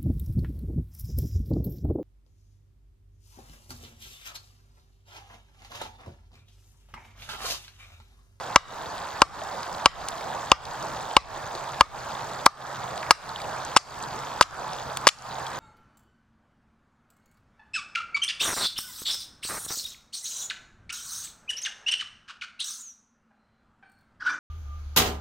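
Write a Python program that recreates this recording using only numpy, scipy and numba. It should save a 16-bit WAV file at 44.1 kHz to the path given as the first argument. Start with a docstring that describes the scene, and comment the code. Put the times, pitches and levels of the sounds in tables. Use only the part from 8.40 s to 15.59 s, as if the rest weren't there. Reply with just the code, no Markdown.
"""In a bare wood a wooden baton drives a knife down through a log: eleven blows ring a bank of
dying modes, the last five tear fibres in noisy snaps, and trunks and ground echo them sparsely.
A camp stove roars as shaped noise under a pan of spitting fat; a faint hum wavers and light air stirs.
A camera close by clips peaks beyond full scale, and its gain control ducks the background after loud sounds."""
import sys
import numpy as np
from scipy import signal
from scipy.fft import rfft, irfft, next_fast_len
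from scipy.io import wavfile
from scipy.ndimage import uniform_filter1d
from numba import njit

SR = 44100
rng = np.random.default_rng(int(sys.argv[2]) if len(sys.argv) > 2 else 0)


def ratio(d):
    """dB to gain"""
    e = np.asarray(d, float) / 20
    return 10 ** e


def master(y):
    """Save y as 16-bit WAV."""
    cut = np.clip(np.atleast_2d(y).T, -1, 1)
    pcm = np.round(cut * 32767)  # scale
    wavfile.write(sys.argv[1], SR, pcm.astype(np.int16))


N = 317079


def evened(x):
    """Scales to rms 1."""
    return x / np.sqrt(np.mean(x ** 2) + 1e-20)


def read(points, hz, column=1):
    """Reads a table column over log frequency."""
    table = np.transpose(points)
    return np.interp(np.log(hz + 1), np.log(table[0] + 1), table[column])


def add(mix, start_s, sound):
    """Mixes a sound in at its start time, cut off at the end of the mix."""
    part = mix[round(start_s * SR):][:len(sound)]
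    part += sound[:len(part)]


def ring(t, hz, t60_s):
    """One mode: a sine that falls 60 dB in t60_s."""
    return ratio(-60 * t / t60_s) * np.sin(2 * np.pi * hz * t)


def burst(hz, t60_s, width):
    """A snap: noise that starts at once and dies, in a broad band round hz; peak about 1."""
    t = np.arange(4096) / SR
    noise = rng.standard_normal(len(t))
    band_hz = np.clip([hz / (1 + width), hz * (1 + width)], 100, .45 * SR)
    band = signal.butter(2, band_hz, "bandpass", fs=SR, output="sos")
    steady = signal.sosfilt(band, noise)
    dying = signal.sosfilt(band, noise * ratio(-60 * t / t60_s))
    return dying / (2 * steady.std())


def wander(size):
    """Slow random drift of rms 1, smoothed twice over size samples."""
    once = uniform_filter1d(rng.standard_normal(N), size)
    return evened(uniform_filter1d(once, size))


def ports(x, left_db):
    """A source a little to one side reaches the two microphone ports apart in level and time."""
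    lag_samples = 1.86  # the right port hears it later
    size = next_fast_len(N)
    turn = np.exp(-2j * np.pi * np.fft.rfftfreq(size) * lag_samples)
    later = irfft(rfft(x, size) * turn, size)[:N]
    return np.array([x * ratio(left_db / 2), later * ratio(-left_db / 2)])


# baton blows; hardness lifts the modes near the favoured pitch, heft the lowest ones; levels are relative:
# [start_s, strength_db, hardness_db, favoured_hz, heft_db]
BLOWS = [(0.1593, 11.5, 8.5, 2140, 3), (0.8183, 9, -0.5, 2600, 2.5), (1.4580, 7.5, 7, 2800, 3.5),
         (2.1165, 7.5, 7, 3050, 3.5), (2.7662, 8, 8.5, 2900, 4), (3.4086, 9.5, -8.5, 5000, 2.8),
         (4.0626, 14, -10, 2770, 0), (4.7076, 11.5, 0.5, 4300, 1), (5.3645, 8, -1.5, 3300, 0.6),
         (6.0099, 12, -20, 2600, 1.5), (6.6694, 12, 3, 4750, 1.5)]


def blows():
    """Each baton blow sets log, baton and blade ringing afresh."""
    out = np.zeros(N)
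    for start_s, *how in BLOWS:
        add(out, start_s, blow(start_s, *how))
    return out


def blow(start_s, strength_db, hardness_db, favoured_hz, heft_db):
    """A short push rings the modes and cracks; a harder contact lifts the favoured modes and the crack."""
    t = np.arange(8192) / SR
    # the log rings shorter once the split opens
    whole_factor, split_opens_s, loss_per_s = 0.94, 3.96, 0.1
    ring_factor = whole_factor - loss_per_s * max(start_s - split_opens_s, 0)
    modes = log_modes(t, hardness_db, favoured_hz, heft_db, ring_factor)
    crack = ratio(-1.0 + 0.27 * hardness_db) * np.pad(burst(3350, 0.022, 0.9), (0, len(t) - 4096))
    contact = 1 - np.exp(-t / 0.00099)  # the force builds while the wood dents
    return ratio(strength_db) * contact * (crack + modes)


# log, baton and blade ring together; levels are relative, decay times are scaled by each excitation:
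# [pitch_hz, level_db, t60_s]
LOG = [(59, -33.5, 0.09), (301, -14, 0.019), (547, -10, 0.031), (756, -13, 0.038), (908.5, 0, 0.022),
       (1084.4, 5, 0.026), (1194, -8.5, 0.07), (1302, -5.5, 0.045), (1610, -7.5, 0.029),
       (1993, -9.5, 0.021), (2280, -7.5, 0.02), (2800, -2, 0.014), (3140, -14.5, 0.013), (3320, -24, 0.025),
       (4000, -7.5, 0.004), (4353, -15, 0.018), (4910, -6, 0.016), (5300, -46, 0.0061),
       (6870, -24.5, 0.0033), (7100, -50, 0.0096), (8700, -11, 0.0073)]


def log_modes(t, lift_db, favoured_hz, heft_db, ring_factor):
    """The modes as excited from one spot; neighbours swing in opposite senses."""
    hz, mode_db, t60_s = np.transpose(LOG)[:, :, None]
    chance_db, detune = rng.standard_normal((2, len(LOG), 1))
    near = np.exp(-(np.log2(hz / favoured_hz) / 0.37) ** 2)  # closeness in octaves
    octaves_from_1085 = np.minimum(np.log2(hz / 1085), 0)  # zero above 1085 Hz
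    mode_db = mode_db + lift_db * near - heft_db * octaves_from_1085 + 1.6 * chance_db
    sense = (-1.) ** np.arange(len(LOG))[::-1, None]
    modes = ring(t, hz * (1 + 0.018 * detune), t60_s * ring_factor)
    return (sense * ratio(mode_db) * modes).sum(0)


# snaps of tearing fibres; levels are relative: [start_s, level_db, centre_hz]
SPLINTERS = [(4.0585, -11.5, 6000), (4.0614, 5, 7000), (4.7100, 12, 7000), (4.7125, -14, 6000),
             (5.3625, -13, 4400), (5.368, -1, 5500), (5.3709, 13, 4000), (6.014, 4, 6000),
             (6.0218, -6, 4000), (6.024, 6, 3430), (6.03, -9, 3500), (6.6738, 8, 6300), (6.676, 19.5, 4270),
             (6.6881, 13, 2600), (6.6882, 8.5, 5550)]


def splinters():
    """Fibres tear in noisy snaps as the split runs; rows that start together make one snap of two pitches."""
    out = np.zeros(N)
    for start_s, *how in SPLINTERS:
        add(out, start_s, splinter(*how))
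    return out


def splinter(level_db, centre_hz):
    """A noisy snap of torn fibre that briefly rings those modes of the log that lie in its band."""
    snap = burst(centre_hz, 0.022, 1.0)
    modes = log_modes(np.arange(4096) / SR, lift_db=45, favoured_hz=centre_hz, heft_db=-3, ring_factor=0.22)
    rung = signal.fftconvolve(snap[:20], modes)[:len(snap)]
    return ratio(level_db) * (snap + 0.53 * rung / abs(rung).max())


def echoes(log):
    """Four random echo patterns take turns from blow to blow, so the tails differ."""
    blow_s = np.transpose(BLOWS)[0]
    pattern = np.searchsorted(blow_s - .1, np.arange(N) / SR) % 4
    rough = roughened(log)
    return sum(trees(rough * (pattern == k)) for k in range(4))


def roughened(x):
    """Blurs the treble peaks with random sign flips, so that the echo tails sound rough, not ringing."""
    split_hz, blur_hz = 1800, 700
    treble = signal.sosfilt(signal.butter(2, split_hz, "highpass", fs=SR, output="sos"), x)
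    body = signal.sosfilt(signal.butter(2, split_hz, fs=SR, output="sos"), x)
    blur = signal.sosfilt(signal.butter(2, blur_hz, fs=SR, output="sos"), rng.standard_normal(N))
    return body + treble * np.sign(blur)


# trunks and ground scatter each blow; levels are relative: [band_hz, level_db, t60_s]
TREES = [(100, -51, .25), (400, -68, 0.1), (1234, -20.5, 0.57), (2000, -18.5, 0.31), (2900, -23, 0.43),
         (4160, -19.5, 0.35), (6000, -17.5, 0.24), (12100, -34, 0.51)]


def trees(x):
    """Sparse echoes of random sign, each band with its own level and decay."""
    taps = np.zeros((2, SR // 2))
    slots = np.arange(200, SR // 2 - 20, 20)
    at = slots + rng.integers(0, 20, (2, (SR // 2 - 201) // 20))
    np.put_along_axis(taps, at, rng.choice([-1., 1.], at.shape), 1)
    taps[1] = 0.58 * taps[0] + 0.81 * taps[1]  # the two sides are partly alike
    hz, t, z = signal.stft(taps, SR, nperseg=256)
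    t60_s = read(TREES, hz, column=2)[:, None]
    fade = ratio(read(TREES, hz)[:, None] - 60 * t / t60_s) / np.sqrt(150 * t60_s)
    tail = signal.istft(z * fade, SR, nperseg=256)[1]
    return signal.fftconvolve(x[None], tail, axes=1)[:, :N]


def pan():
    """Water bursts out of hot fat: a steady fizz of tiny pops under separate spits."""
    return fizz() + spits()


# bursting bubbles; pitch varies from pop kind to pop kind, levels are relative: [pitch_hz, width_hz, level_db]
FIZZ = [(2600, 840, 3.5), (3670, 720, 6), (4810, 500, 2), (7000, 880, 5.5)]


def fizz():
    """Tiny bubbles pop at random, each a short ring whose bandwidth sets its decay."""
    t, out = np.arange(1024) / SR, np.zeros(N)
    total_db, pops_per_s = -46.5, 350
    kinds = FIZZ * 5
    for hz, width_hz, level_db in kinds:
        size = ratio(2.5 * np.minimum(rng.exponential(1, N), 4))
        pops = size * (rng.random(N) < pops_per_s / SR / len(kinds))
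        pop = ratio(level_db) * ring(t, hz * rng.uniform(0.905, 1.107), 3.8 / width_hz)
        out += signal.oaconvolve(pops, pop)[:N]
    return ratio(total_db) * evened(out)


# loud spits of fat; levels are relative: [start_s, level_db, centre_hz]
SPITS = [(.58, -24, 3730), (.6887, -24, 4130), (1.036, -26, 6340), (1.2313, -20, 4570), (1.266, -27, 3670),
         (1.3278, -20, 6150), (1.3477, -22.5, 3750), (1.686, -12, 6500), (1.7804, -22, 3450),
         (1.81, -22, 2410), (2.254, -19, 3830), (2.426, -21.5, 6440), (2.7082, -26, 2790),
         (3.1509, -22.5, 4200), (4.5775, -21.5, 3400), (4.6293, -16, 1890), (4.665, -23, 1940),
         (4.8917, -20.5, 4250), (4.96, -24, 3400), (5.0019, -22, 2170), (5.0172, -19.5, 4260),
         (5.2499, -21, 7100), (5.6261, -20.5, 6850), (5.6379, -24, 4190), (5.79, -30, 6000),
         (5.8355, -23, 2170), (6.333, -21.5, 4660), (6.5713, -8, 4620), (6.7865, -18, 4970),
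         (6.8224, -21.5, 6400), (7.0671, -20, 3620)]


def spits():
    """Loud spits at set times, with small ones strewn at random between them."""
    out = np.zeros(N)
    small_per_s, small_db, spread_db = 6, -38.5, 3.1
    low_hz, high_hz = 2110, 4900
    when, size, pitch = rng.random((round(small_per_s * N / SR), 3)).T
    small = np.transpose([when * N / SR,
                          small_db + spread_db * (2 * size - 1),
                          low_hz * (high_hz / low_hz) ** pitch])
    for start_s, *how in [*SPITS, *small]:
        add(out, start_s, spit(*how))
    return out


def spit(level_db, centre_hz):
    """A broad click as the bubble bursts, with a short snap at its own pitch; big spits are broader."""
    t60_s, widens_above_db = .011, -18
    width = .15 * ratio(2.55 * max(level_db - widens_above_db, 0))
    click = ratio(-0.5) * burst(centre_hz, t60_s / 4, 2.1)
    return ratio(level_db) * (burst(centre_hz, t60_s, width) + click)


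# tone of the flame, relative level per Hz: [pitch_hz, level_db]
STOVE = [(15, -33), (25, -8.5), (60, -14.5), (130, -5.5), (200, -12.5), (340, -11.5), (520, -6), (700, -1),
         (900, 0.5), (1370, -5.5), (1750, -9.5), (2100, -17), (2600, -24), (3700, -21), (6000, -22.5),
         (7600, -25), (9300, -31.5), (12000, -31.5), (16000, -28.5)]
# left-right likeness, 1 is identical: [pitch_hz, likeness]
STOVE_SAME = [(30, .2), (170, .9), (400, .77), (1400, .77), (1900, .65), (3400, .8), (6000, .6),
              (10300, .75), (13000, .2)]
# left minus right level: [pitch_hz, balance_db]
STOVE_BALANCE = [(60, 7.5), (110, 1.5), (200, 2.5), (380, -1.5), (700, -3.5), (1290, -4), (2380, 1),
                 (4400, 2.5), (8120, 2.5), (15000, -2)]
# phase by which the left port leads: [pitch_hz, lead_rad]
STOVE_PHASE = [(30, -.2), (400, -.5), (1000, -.3), (1900, .1), (3400, .7), (5900, 1.8), (7600, 1.7),
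               (10300, 3.0), (16000, 4.0)]


def stove():
    """Turbulent flame roar and hiss: random spectra with drifting patches and a quick flutter."""
    frames, hz = N // 256 + 5, np.fft.rfftfreq(1024, 1 / SR)
    a, b, c, d, patches = rng.standard_normal((frames, 513, 5)).T
    patches = uniform_filter1d(patches, size=10, axis=0)
    patches = evened(uniform_filter1d(patches, size=10, axis=1))
    flutter = evened(uniform_filter1d(rng.standard_normal(frames), size=4))
    same = np.clip(read(STOVE_SAME, hz), -1, 1)[:, None]
    lead = np.exp(1j * read(STOVE_PHASE, hz))[:, None]
    right = a + 1j * b
    left = same * right * lead + np.sqrt(1 - same ** 2) * (c + 1j * d)
    lean = ratio(read(STOVE_BALANCE, hz) / 2)[:, None]
    tone_db = read(STOVE, hz)[:, None] + 1.77 * patches + 0.14 * flutter
    z = np.array([left * lean, right / lean]) * ratio(tone_db)
    roar = evened(signal.istft(z, nperseg=1024, noverlap=768)[1][:, :N])
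    return roar * ratio(-33.5 + 0.42 * wander(size=8000))  # level and slow drift in dB


# the flame coughs; levels are relative: [start_s, level_db, centre_hz]
COUGHS = [(1.015, -16.5, 650), (1.11, -19, 810), (1.13, -13.5, 613), (2.964, -29, 335), (3.148, -25, 384)]


def coughs():
    """Short dull swells of the flame: narrow noise that builds softly and dies, a little to the right."""
    out, rise = np.zeros(N), 1 - np.exp(-np.arange(4096) / SR / 0.013)
    for start_s, level_db, centre_hz in COUGHS:
        add(out, start_s, ratio(level_db) * rise * burst(centre_hz, 0.058, 0.12))
    return out * ratio([[-1.5], [1.5]])


# course of the hum before its waver: [time_s, level_db]
HUM = [(0, -78), (2.5, -57), (3.2, -49), (4.5, -51), (7.2, -53)]


def hum():
    """A low tone whose pitch and level waver a little."""
    waver = evened(uniform_filter1d(rng.standard_normal((2, N)), size=6000, axis=1))
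    pitch_hz = 132 + 1.58 * waver[0]
    tone = np.sin(2 * np.pi * np.cumsum(pitch_hz) / SR)
    level_db = np.interp(np.arange(N) / SR, *np.transpose(HUM)) + 4.0 * waver[1]
    return tone * ratio(level_db)


def wind():
    """Low lumpy noise, unrelated at the two ports, swelling into a low rumble after each blow."""
    top_hz, level_db, lumps_db = 70, -61, 5
    low_pass = signal.butter(2, top_hz, fs=SR, output="sos")
    air = signal.sosfilt(low_pass, rng.standard_normal((2, N)))
    return evened(air) * (ratio(level_db + lumps_db * wander(size=6000)) + rumble_lift())


def rumble_lift():
    """A low rumble that swells briefly after each blow, stronger after heavier blows."""
    level_db, db_per_heft_db, peak_s, slope_db_per_s = -43, 2.5, 0.07, 110
    t = np.arange(N) / SR
    start_s, heft_db = np.transpose(BLOWS)[[0, -1], :, None]
    away_s = abs(t - start_s - peak_s)
    lift = ratio(level_db + db_per_heft_db * heft_db - slope_db_per_s * away_s)
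    return (lift * (t > start_s)).sum(0)


def scene():
    """Blows and splinters with their echoes, over pan, stove, hum and wind."""
    log = blows() + splinters()
    wood = ports(log, left_db=2.7) + echoes(log)
    cooking = ports(pan(), left_db=1.0) + stove() + coughs()
    return wood + cooking + hum() + wind()


@njit
def duck(level_db, limit_db, fall, hold, rise, steepest_db):
    """Gain in dB: falls fast toward the excess over the limit, waits, then climbs back and eases in."""
    gain_db, now, wait = np.zeros(len(level_db)), 0., 0.
    for i in range(len(level_db)):
        want = min(limit_db - level_db[i], 0.)
        if want < now:
            now += fall * (want - now)
            wait = hold
        elif wait > 0:
            wait -= 1
        else:
            now += min(rise * (want - now), steepest_db)
        gain_db[i] = now
    return gain_db


def band_limit(x):
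    """A steep low-pass at the top of the band."""
    return signal.sosfilt(signal.butter(12, 16490, fs=SR, output="sos"), x)


def record(dry):
    """Low cut, gain control that lags behind each blow so that its start can clip, then treble roll-off."""
    low_cut_hz, roll_off_hz = 30, 12000
    heard = signal.sosfilt(signal.butter(1, low_cut_hz, "highpass", fs=SR, output="sos"), dry)
    power = uniform_filter1d((heard ** 2).mean(0), size=45)
    level_db = 10 * np.log10(abs(power) + 1e-12)
    limit_db, fall_s, hold_s, rise_s, climb_db_per_s = -13.0, 0.0034, 0.069, 0.05, 156
    gain_db = duck(level_db, limit_db, 1 / (fall_s * SR), hold_s * SR, 1 / (rise_s * SR), climb_db_per_s / SR)
    clipped = np.clip(heard * ratio(gain_db), -1, 1)
    soft = signal.sosfilt(signal.butter(2, roll_off_hz, fs=SR, output="sos"), clipped)
    headroom = .91
    return band_limit(headroom * soft)


dry = scene()
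out = record(dry)
master(out)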